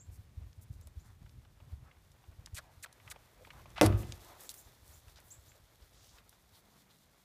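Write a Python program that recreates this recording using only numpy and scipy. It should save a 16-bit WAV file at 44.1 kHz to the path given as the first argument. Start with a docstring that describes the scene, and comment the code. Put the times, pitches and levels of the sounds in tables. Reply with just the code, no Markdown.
"""Low rumble, a faint bird chirp and rustling grass, then hoof thuds: a horse canters round a dry paddock.
Hooves press the soil, scuff dirt and snap stalks; three kiss-like lip squeaks urge the horse on.
At 3.8 s it jumps; a hind hoof clips a hollow plastic barrel, which cracks, rings and rocks on the dirt.
The horse moves off through drier grass. Trees return a faint echo of the knock and the chirps."""
import sys
import numpy as np
from scipy import signal
from scipy.fft import rfft, irfft, next_fast_len
from scipy.io import wavfile

SR = 44100
rng = np.random.default_rng(int(sys.argv[2]) if len(sys.argv) > 2 else 0)


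def log_audio(samples):
    """Write samples as a 16-bit WAV file to the path given in sys.argv[1]."""
    # one column per channel
    frames = np.atleast_2d(samples).T
    # limit to full scale, then quantise
    limited = np.clip(frames, -1, 1)
    pcm = np.round(limited * 32767).astype(np.int16)
    wavfile.write(sys.argv[1], SR, pcm)


N = 319284
TIME_S = np.arange(N) / SR

# rumble spectrum: f/Hz, level/dB
RUMBLE_SPECTRUM = [(20, -19.5), (32, -8), (50, 0.5), (85, -2), (120, -3.5), (180, -14), (300, -23),
                   (500, -34)]
# rumble envelope: t/s, level/dB
RUMBLE_ENVELOPE = [(0, -59), (1.75, -61.5), (2.1, -63.5), (3.3, -65.5), (4.05, -49), (4.4, -70.5),
                   (4.9, -64.5), (6.2, -71), (7.24, -76)]
# bird chirps: t/s, level/dB, top f/Hz
CHIRPS = [(-.005, -57.5, 7730), (.815, -70, 7900), (0.991, -68.5, 7450), (4.445, -61, 7930),
          (4.574, -58, 7600), (4.641, -70, 7640), (4.927, -60.5, 7550), (5.304, -50, 8000),
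          (5.478, -62.5, 7630)]
# horse's path: t/s, distance/m
HORSE_PATH = [(0, 17.5), (1.2, 18.6), (2.3, 15.1), (3.0, 11), (3.6, 7), (4.4, 5.1), (4.8, 10.4), (5.7, 13),
              (7.24, 15.1)]
# stirred dirt: f/Hz, level/dB
DIRT_SPECTRUM = [(150, -8.5), (350, -1), (650, -1), (1100, -3.5), (2200, -8), (3500, -15), (7000, -46.5)]
# stirred grass: f/Hz, level/dB
GRASS_SPECTRUM = [(1180, -37.5), (2000, -5), (2610, -17.5), (3460, 1), (4880, -3), (7230, -4.5), (8810, -6),
                  (14200, -4.5), (15500, -12.5)]
# hoofbeats: t/s, level/dB, ground f/Hz
HOOFBEATS = [(0.092, -38.5, 81), (0.196, -39.5, 83), (0.379, -37.5, 84), (0.419, -39, 91), (0.466, -46, 80),
             (.59, -43, 79), (0.709, -36, 101), (.759, -40, 70), (0.805, -48, 85), (0.871, -42.5, 75),
             (.976, -37.5, 69.4), (1.098, -45.5, 85), (1.219, -49.5, 148), (1.253, -51.5, 90),
             (1.381, -48, 74.5), (1.624, -48, 84), (1.678, -49, 105), (1.733, -33, 80), (1.83, -45, 110),
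             (2.293, -43.5, 80), (2.393, -43, 86), (2.537, -36.5, 79), (2.775, -49.5, 75), (3.07, -47, 86),
             (4.67, -50.5, 69.5), (4.83, -50.5, 80), (4.902, -53, 81), (4.954, -53, 80), (5.079, -53.5, 80),
             (5.391, -49.5, 78.7), (5.481, -54.5, 90), (5.828, -53.5, 65), (6.149, -54.5, 65),
             (6.538, -56, 80.6)]
# dry grass swishing: t/s, length/s, level/dB, f/Hz, width/octaves
GRASS_SWISHES = [(.11, 0.071, -66.5, 8900, 1.5), (.61, 0.035, -63.5, 10500, 1.4),
                 (.71, 0.055, -72.5, 8000, 2), (1.04, 0.054, -71, 6000, 2), (3.97, 0.065, -55.5, 9400, 2),
                 (4.02, 0.15, -64.5, 4900, 1.8), (4.39, 0.096, -56.5, 10000, 2),
                 (4.495, 0.027, -49, 7500, 2.1), (4.535, 0.094, -57, 12100, 1.6),
                 (4.84, 0.17, -63.5, 9330, 1.9), (5.157, 0.036, -62, 4000, 1),
                 (5.23, 0.13, -65, 11600, 1.2), (5.815, 0.023, -68.5, 4000, 1.1),
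                 (5.92, 0.28, -66.5, 4700, 1.33), (6.02, .07, -69, 11500, 1.2),
                 (6.53, 0.059, -66, 3960, .7), (6.53, 0.08, -69, 10500, 1.2), (6.9, 0.025, -66.5, 3700, .7)]
# stalks snapping: t/s, level/dB, f/Hz
STALK_SNAPS = [(0.53, -51, 3850), (0.7394, -58, 5040), (0.8117, -49, 7500), (0.8717, -44.5, 7100),
               (1.294, -54, 4000), (2.117, -52.5, 5050), (2.4603, -35.5, 5040), (2.927, -44.5, 6340),
               (3.7035, -47.5, 5160), (4.1223, -28, 3700), (4.247, -47, 8370), (4.4067, -38.5, 10900),
               (4.4922, -27, 5800), (4.5416, -34, 9930), (5.0826, -48.5, 4000), (5.1592, -49, 3570),
               (5.202, -45, 10100), (6.2937, -43, 8050)]
# clicks of clods and tack: t/s, peak level/dB, f/Hz
CLOD_CLICKS = [(0.872, -55, 900), (1.261, -55, 1460), (1.449, -54.5, 1180), (1.602, -54, 1030),
               (1.913, -53.5, 2100), (2.239, -55, 1070), (2.472, -46.5, 1480), (2.86, -43.5, 1200),
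               (3, -51.5, 1660), (3.077, -43, 2100), (3.16, -42, 875), (3.449, -44.5, 2068),
               (3.471, -46, 650.5), (3.504, -42, 2109), (3.657, -45, 947), (3.7797, -29, 1090),
               (3.925, -38, 662), (4.031, -41, 586), (5.083, -54, 1560), (5.187, -52.5, 884),
               (5.517, -53, 2320), (6.183, -51, 3400), (6.327, -52.5, 1202)]
# hooves scuffing soft dirt: t/s, length/s, level/dB, f/Hz, width/octaves
DIRT_SCUFFS = [(1.03, 0.1, -70.5, 1080, 1.3), (1.84, 0.07, -68, 950, 1.4), (2.6, 0.15, -68.5, 790, 0.59),
               (3.02, 0.15, -67, 990, 1), (3.392, 0.046, -57.5, 555, 0.46), (3.52, 0.094, -61.5, 900, 1.06),
               (3.759, 0.049, -46, 1650, 1.64), (4.23, 0.16, -61, 810, 1.2), (5.157, 0.056, -65, 1390, 1.4),
               (5.54, 0.052, -68.5, 546, 0.55), (6.1, 0.14, -71.5, 1090, 1), (6.53, 0.079, -73, 1010, 0.92),
               (6.69, 0.12, -76, 1000, 0.9)]
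# lip squeaks: t/s, length/s, level/dB, flutter f/Hz
KISSES = [(2.545, 0.059, -46.5, 1300), (2.8262, 0.029, -47.5, 1897), (3.1003, 0.03, -47.5, 1223)]
# hoof dragging on plastic: f/Hz, level/dB
SCRAPE_SPECTRUM = [(300, 4), (900, 9.5), (2000, 0), (4500, 0.5), (7500, -5), (10000, -2.5), (13000, -9.5),
                   (16000, -19.5)]
# blows on the barrel: t/s, gain/dB, low f/Hz, high f/Hz
BARREL_BLOWS = [(3.8122, 1.5, 148, 15000), (3.819, -10, 318, 15000), (3.8284, 6.5, 203, 410),
                (3.8421, 5, 60, 132.9), (3.8628, 3.5, 58.15, 130), (3.8938, 2.5, 43, 165),
                (3.933, 6.5, 41.4, 112), (3.9931, -15, 89, 253), (4.04, -13, 45.3, 114),
                (4.0822, -11.5, 49, 126)]
# barrel modes: f/Hz, level/dB, t60/s
BARREL_MODES = [(54.13, -32.5, 0.232), (105, -23, 0.17), (127, -44, 0.29), (176, -45.5, 0.34),
                (215.5, -31, 0.355), (253.3, -40, 0.19), (314.8, -21.5, .13), (349, -41.5, 0.58),
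                (401, -39, 0.39), (485, -17.5, 0.051), (550, -17.5, .07), (615, -28, 0.31),
                (686, -29.5, 0.32), (747, -32, 0.22), (821, -30.5, 0.093), (901, -35, .19), (967, -33, .13),
                (1127, -38, 0.25), (1193, -42, .35), (1258, -43, 0.62), (1407, -39, 0.36),
                (1655, -47.5, 0.11), (2032, -32, 0.12), (2158, -49.5, .1), (2590, -37.5, 0.0764),
                (2770, -41, 0.053)]
# hoof edge chattering on plastic: t/s, level/dB, low f/Hz, high f/Hz
HOOF_CRACKS = [(3.8125, -16.5, 1610, 4500), (3.8197, -22, 2520, 7035), (3.8305, -30.5, 2200, 6000),
               (3.863, -24.5, 7530, 11540)]


def amp(db):
    return 10 ** (np.asarray(db) / 20)


def unit(x):
    """Scale to rms 1."""
    return x / np.sqrt(np.mean(x ** 2))


def seconds(length_s):
    return np.arange(int(length_s * SR)) / SR


def add(out, start_s, x):
    """Mix x into out at start_s."""
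    i = int(round(start_s * SR))
    x, i = x[max(-i, 0):], max(i, 0)
    out[i:i + len(x)] += x[:N - i]


def band(x, lo_hz, hi_hz, order=2):
    """Causal band-pass."""
    edges_hz = np.clip([lo_hz, hi_hz], [5, 10], [.44 * SR, .45 * SR])
    return signal.sosfilt(signal.butter(order, edges_hz, "band", fs=SR, output="sos"), x)


def band_noise(size, lo_hz, hi_hz, order=2):
    return unit(band(rng.standard_normal(size), lo_hz, hi_hz, order))


def colour(x, spectrum):
    """Filter by (f/Hz, level/dB) points; rms 1."""
    hz, db = np.transpose(sorted(spectrum))
    size = next_fast_len(len(x))
    log_f = np.log(np.maximum(np.fft.rfftfreq(size, 1 / SR), 1))
    gain = amp(np.interp(log_f, np.log(hz), db, left=-120, right=-120))
    return unit(irfft(rfft(x, size) * gain, size)[:len(x)])


def fade(t, t60_s):
    """1 until t = 0, then exponential decay."""
    return np.exp(-np.log(1000) * np.maximum(t, 0) / t60_s)


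def bump(x, centre, width):
    return np.exp(-((x - centre) / width) ** 2 / 2)


def flicker(rate_hz, depth_db):
    """Randomly wandering gain."""
    return amp(depth_db * np.interp(TIME_S * rate_hz, np.arange(4096), rng.standard_normal(4096)))


def grit(size, spread_db):
    """Dense tiny cracks of unequal strength; rms 1."""
    return unit(rng.standard_normal(size) * amp(spread_db * np.minimum(rng.exponential(size=size), 7)))


def paddock(drone_peak_s=6.8, drone_slope_db_per_s=13.5):
    """Wavering rumble, a faint drone swelling near the end, steady open-field hiss."""
    envelope = amp(np.interp(TIME_S, *np.transpose(RUMBLE_ENVELOPE)))
    rumble = colour(rng.standard_normal(N), RUMBLE_SPECTRUM) * envelope * flicker(rate_hz=16, depth_db=2)
    drone_db = -72.5 - drone_slope_db_per_s * np.abs(TIME_S - drone_peak_s)
    drone = amp(drone_db) * band_noise(N, 125, 240)
    hiss = amp(-78.5) * band_noise(N, 300, 7000, order=1)
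    return rumble + drone + hiss


def bird(length_s=0.0283, sweep_hz=2600, bend_s=0.011):
    """Thin whistles sweep up and level off."""
    out, t = np.zeros(N), seconds(length_s)
    swell = np.sqrt(np.sin(np.pi * t / length_s))
    for start_s, db, top_hz in CHIRPS:
        hz = top_hz - sweep_hz * (np.exp(-t / bend_s) - np.exp(-length_s / bend_s))
        add(out, start_s, amp(db) * swell * np.sin(2 * np.pi * np.cumsum(hz) / SR))
    return out


def tree_echo(x, lo_hz, hi_hz, rise_s, t60_s):
    """Trunks and branches scatter x; the echo builds, then decays."""
    t = seconds(0.98)
    scatter = band(rng.standard_normal(len(t)), lo_hz, hi_hz)
    response = scatter * np.minimum(t / rise_s, 1) * fade(t - rise_s, t60_s)
    return signal.fftconvolve(x, response / np.sqrt(np.sum(response ** 2)))[:N]


def rustle(step_db=2, step_lag_s=0.013, step_width_s=0.021, dry_from_s=3.85, dry_db=3.5, breaks_per_s=8.1):
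    """Legs stir dirt and grass and break blades; 1/distance law, brief lift at each hoofbeat."""
    distance_m = np.interp(TIME_S, *np.transpose(HORSE_PATH))
    steps = np.max([bump(TIME_S, start_s + step_lag_s, step_width_s) for start_s, _, _ in HOOFBEATS], axis=0)
    dryness = amp(dry_db * (TIME_S > dry_from_s))  # drier grass past the barrel
    grains, blades = grit(N, spread_db=2.8), grit(N, spread_db=3.1)
    dirt = amp(-49.5) * colour(grains, DIRT_SPECTRUM) * flicker(rate_hz=40, depth_db=2)
    grass = amp(-53.5) * colour(blades, GRASS_SPECTRUM) * flicker(rate_hz=32, depth_db=2)
    breaks = (rng.random(N) < breaks_per_s / SR) * amp(-40.5 + 10.5 * rng.standard_normal(N))
    ticks = band(breaks, 4500, 15000)
    return amp(step_db * steps) * (dirt + dryness * (grass + ticks)) / distance_m


def hooves(width_cycles=0.48, lead_s=0.04, shudder_db=-14, shudder_t60_s=0.36):
    """Each hoof presses one low wave into the soil, which shudders briefly."""
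    out, t = np.zeros(N), seconds(.3) - lead_s
    swell = np.clip(1 + t / lead_s, 0, 1) ** 2 * fade(t, shudder_t60_s)
    for start_s, db, hz in HOOFBEATS:
        press = bump(t * hz, 0, width_cycles) * np.sin(2 * np.pi * hz * t)
        shudder = band_noise(len(t), 0.49 * hz, 1.15 * hz) * swell
        add(out, start_s - lead_s, amp(db) * (press + amp(shudder_db) * shudder))
    return out


def brushes(strokes, grain_db):
    """Crushed grass or dirt: short swells of band-limited grit."""
    out, t = np.zeros(N), seconds(.3)
    for start_s, length_s, db, hz, octaves in strokes:
        swell = np.sqrt(np.sin(np.pi * np.minimum(t / length_s, 1)).clip(0))
        edge_ratio = 2 ** (octaves / 2)
        grains = unit(band(grit(len(t), grain_db), hz / edge_ratio, hz * edge_ratio))
        add(out, start_s, amp(db) * swell * grains)
    return out


def stalks(snap_t60_s=0.01, splinter_db=-13, splinter_tau_s=0.0055, edge_ratio=1.77, gain_db=-1):
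    """A dry stalk breaks: bright snap, short splintering."""
    out, t = np.zeros(N), seconds(.08)
    envelope = fade(t, snap_t60_s) + amp(splinter_db) * np.exp(-t / splinter_tau_s)
    for start_s, db, hz in STALK_SNAPS:
        snap = band(grit(len(t), spread_db=1.6) * envelope, hz / edge_ratio, hz * edge_ratio)
        add(out, start_s, amp(db + gain_db) * snap / np.abs(snap).max())
    return out


def clods(t60_s=0.035, tick_db=-5):
    """Clods and tack: small damped knocks with a gritty edge."""
    out, t = np.zeros(N), seconds(.08)
    for start_s, db, hz in CLOD_CLICKS:
        hit = rng.standard_normal(len(t)) * fade(t, t60_s)
        knock = unit(band(hit, 0.58 * hz, 1.3 * hz)) + amp(tick_db) * unit(band(hit, 1500, 3100))
        add(out, start_s, amp(db) * knock / np.abs(knock).max())
    return out


def kisses(start_hz=3000, end_hz=1250, cavity_width_hz=380, air_gain=0.59, release_t60_s=0.017):
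    """Pursed lips flutter in fast uneven snaps; the cavity behind drops in pitch as they open."""
    out, t = np.zeros(N), seconds(.07)
    pole = np.exp(-np.pi * cavity_width_hz / SR)
    for start_s, length_s, db, flutter_hz in KISSES:
        progress = t / length_s
        cycles = np.cumsum(flutter_hz * np.exp(rng.standard_normal(len(t)) - .5)) / SR
        snaps = np.diff(np.floor(cycles), prepend=0) * amp(3 * rng.standard_normal(len(t)))
        lips = unit(snaps) + air_gain * rng.standard_normal(len(t))
        hiss = amp(-4) * unit(band(lips, 5930, 9700, order=1)) * fade(t - 0.7 * length_s, release_t60_s)
        # swept resonator: shift to 0 Hz, one pole, shift back
        cavity_hz = np.interp(progress, [.25, .9], [start_hz, end_hz])
        carrier = np.exp(2j * np.pi * np.cumsum(cavity_hz) / SR)
        resonance = signal.lfilter([1], [1, -pole], band(lips, 450, 6000) / carrier) * carrier
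        cavity = unit(resonance.real) * bump(progress, 0.67, 0.16)
        upper = amp(-1) * unit(band(lips, 2700, 4940, order=1)) * bump(progress, 0.56, 0.18)
        mouth = amp(-12) * unit(band(lips, 540, 740)) * bump(progress, 0.83, 0.14)
        add(out, start_s, amp(db) * (hiss + cavity + upper + mouth))
    return out


def scrape(start_s=3.812, hold_s=0.056, release_t60_s=0.037, trickle_db=-20.5, trickle_t60_s=0.23):
    """The gritty hoof drags over the plastic and lets go; loose dirt trickles after."""
    released_s = TIME_S - start_s - hold_s
    drag = fade(released_s, release_t60_s)
    trickle = amp(trickle_db) * fade(released_s, trickle_t60_s)
    envelope = amp(-37) * (TIME_S > start_s) * (drag + trickle)
    return colour(grit(N, spread_db=2), SCRAPE_SPECTRUM) * envelope * flicker(rate_hz=300, depth_db=2.5)


def barrel(wall_db=-32, wall_t60_s=0.3):
    """Each blow rings a band of modes: high for the hard hoof, low for soft rocking on dirt."""
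    out, t = np.zeros(N), seconds(0.89)
    # adjacent modes push the air in opposite directions
    ring = sum((-1) ** k * amp(db) * np.sin(2 * np.pi * hz * t) * fade(t, t60_s)
               for k, (hz, db, t60_s) in enumerate(BARREL_MODES))
    ring += amp(wall_db) * band_noise(len(t), 452, 1300) * fade(t, wall_t60_s)  # dense weak modes
    for start_s, db, lo_hz, hi_hz in BARREL_BLOWS:
        add(out, start_s, amp(db) * band(ring, lo_hz, hi_hz))
    return out


def cracks(t60_s=0.009, dent_db=-7, dent_hz=750, dent_t60_s=0.0046):
    """The wall dents in one quick swing at first touch; each bite of the hoof edge is a bright burst."""
    out, t = np.zeros(N), seconds(.03)
    dent = amp(dent_db) * np.sin(2 * np.pi * dent_hz * t) * fade(t, dent_t60_s)
    add(out, HOOF_CRACKS[0][0], dent)
    for start_s, db, lo_hz, hi_hz in HOOF_CRACKS:
        add(out, start_s, amp(db) * band_noise(len(t), lo_hz, hi_hz, order=1) * fade(t, t60_s))
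    return out


def scene():
    """Mono mix: near sounds and bird with tree echoes, over footing, rustle and paddock."""
    near = barrel() + cracks() + scrape() + kisses() + stalks() + clods()
    footing = hooves() + brushes(DIRT_SCUFFS, grain_db=3) + brushes(GRASS_SWISHES, grain_db=3.5)
    chirps = bird()
    near_echo = amp(-28) * tree_echo(near, lo_hz=607, hi_hz=3500, rise_s=0.066, t60_s=0.81)
    chirp_echo = amp(-8.5) * tree_echo(chirps, lo_hz=3930, hi_hz=9700, rise_s=0.0076, t60_s=0.2)
    return (footing + near + near_echo + chirps + chirp_echo + rustle() + paddock())[None]


def record(dry, lo_hz=24, hi_hz=15350):
    """Gentle high-pass, steep low-pass."""
    thinned = signal.sosfilt(signal.butter(2, lo_hz, "high", fs=SR, output="sos"), dry)
    return signal.sosfilt(signal.ellip(10, .2, 80, hi_hz, fs=SR, output="sos"), thinned)


dry = scene()
out = record(dry)
log_audio(out)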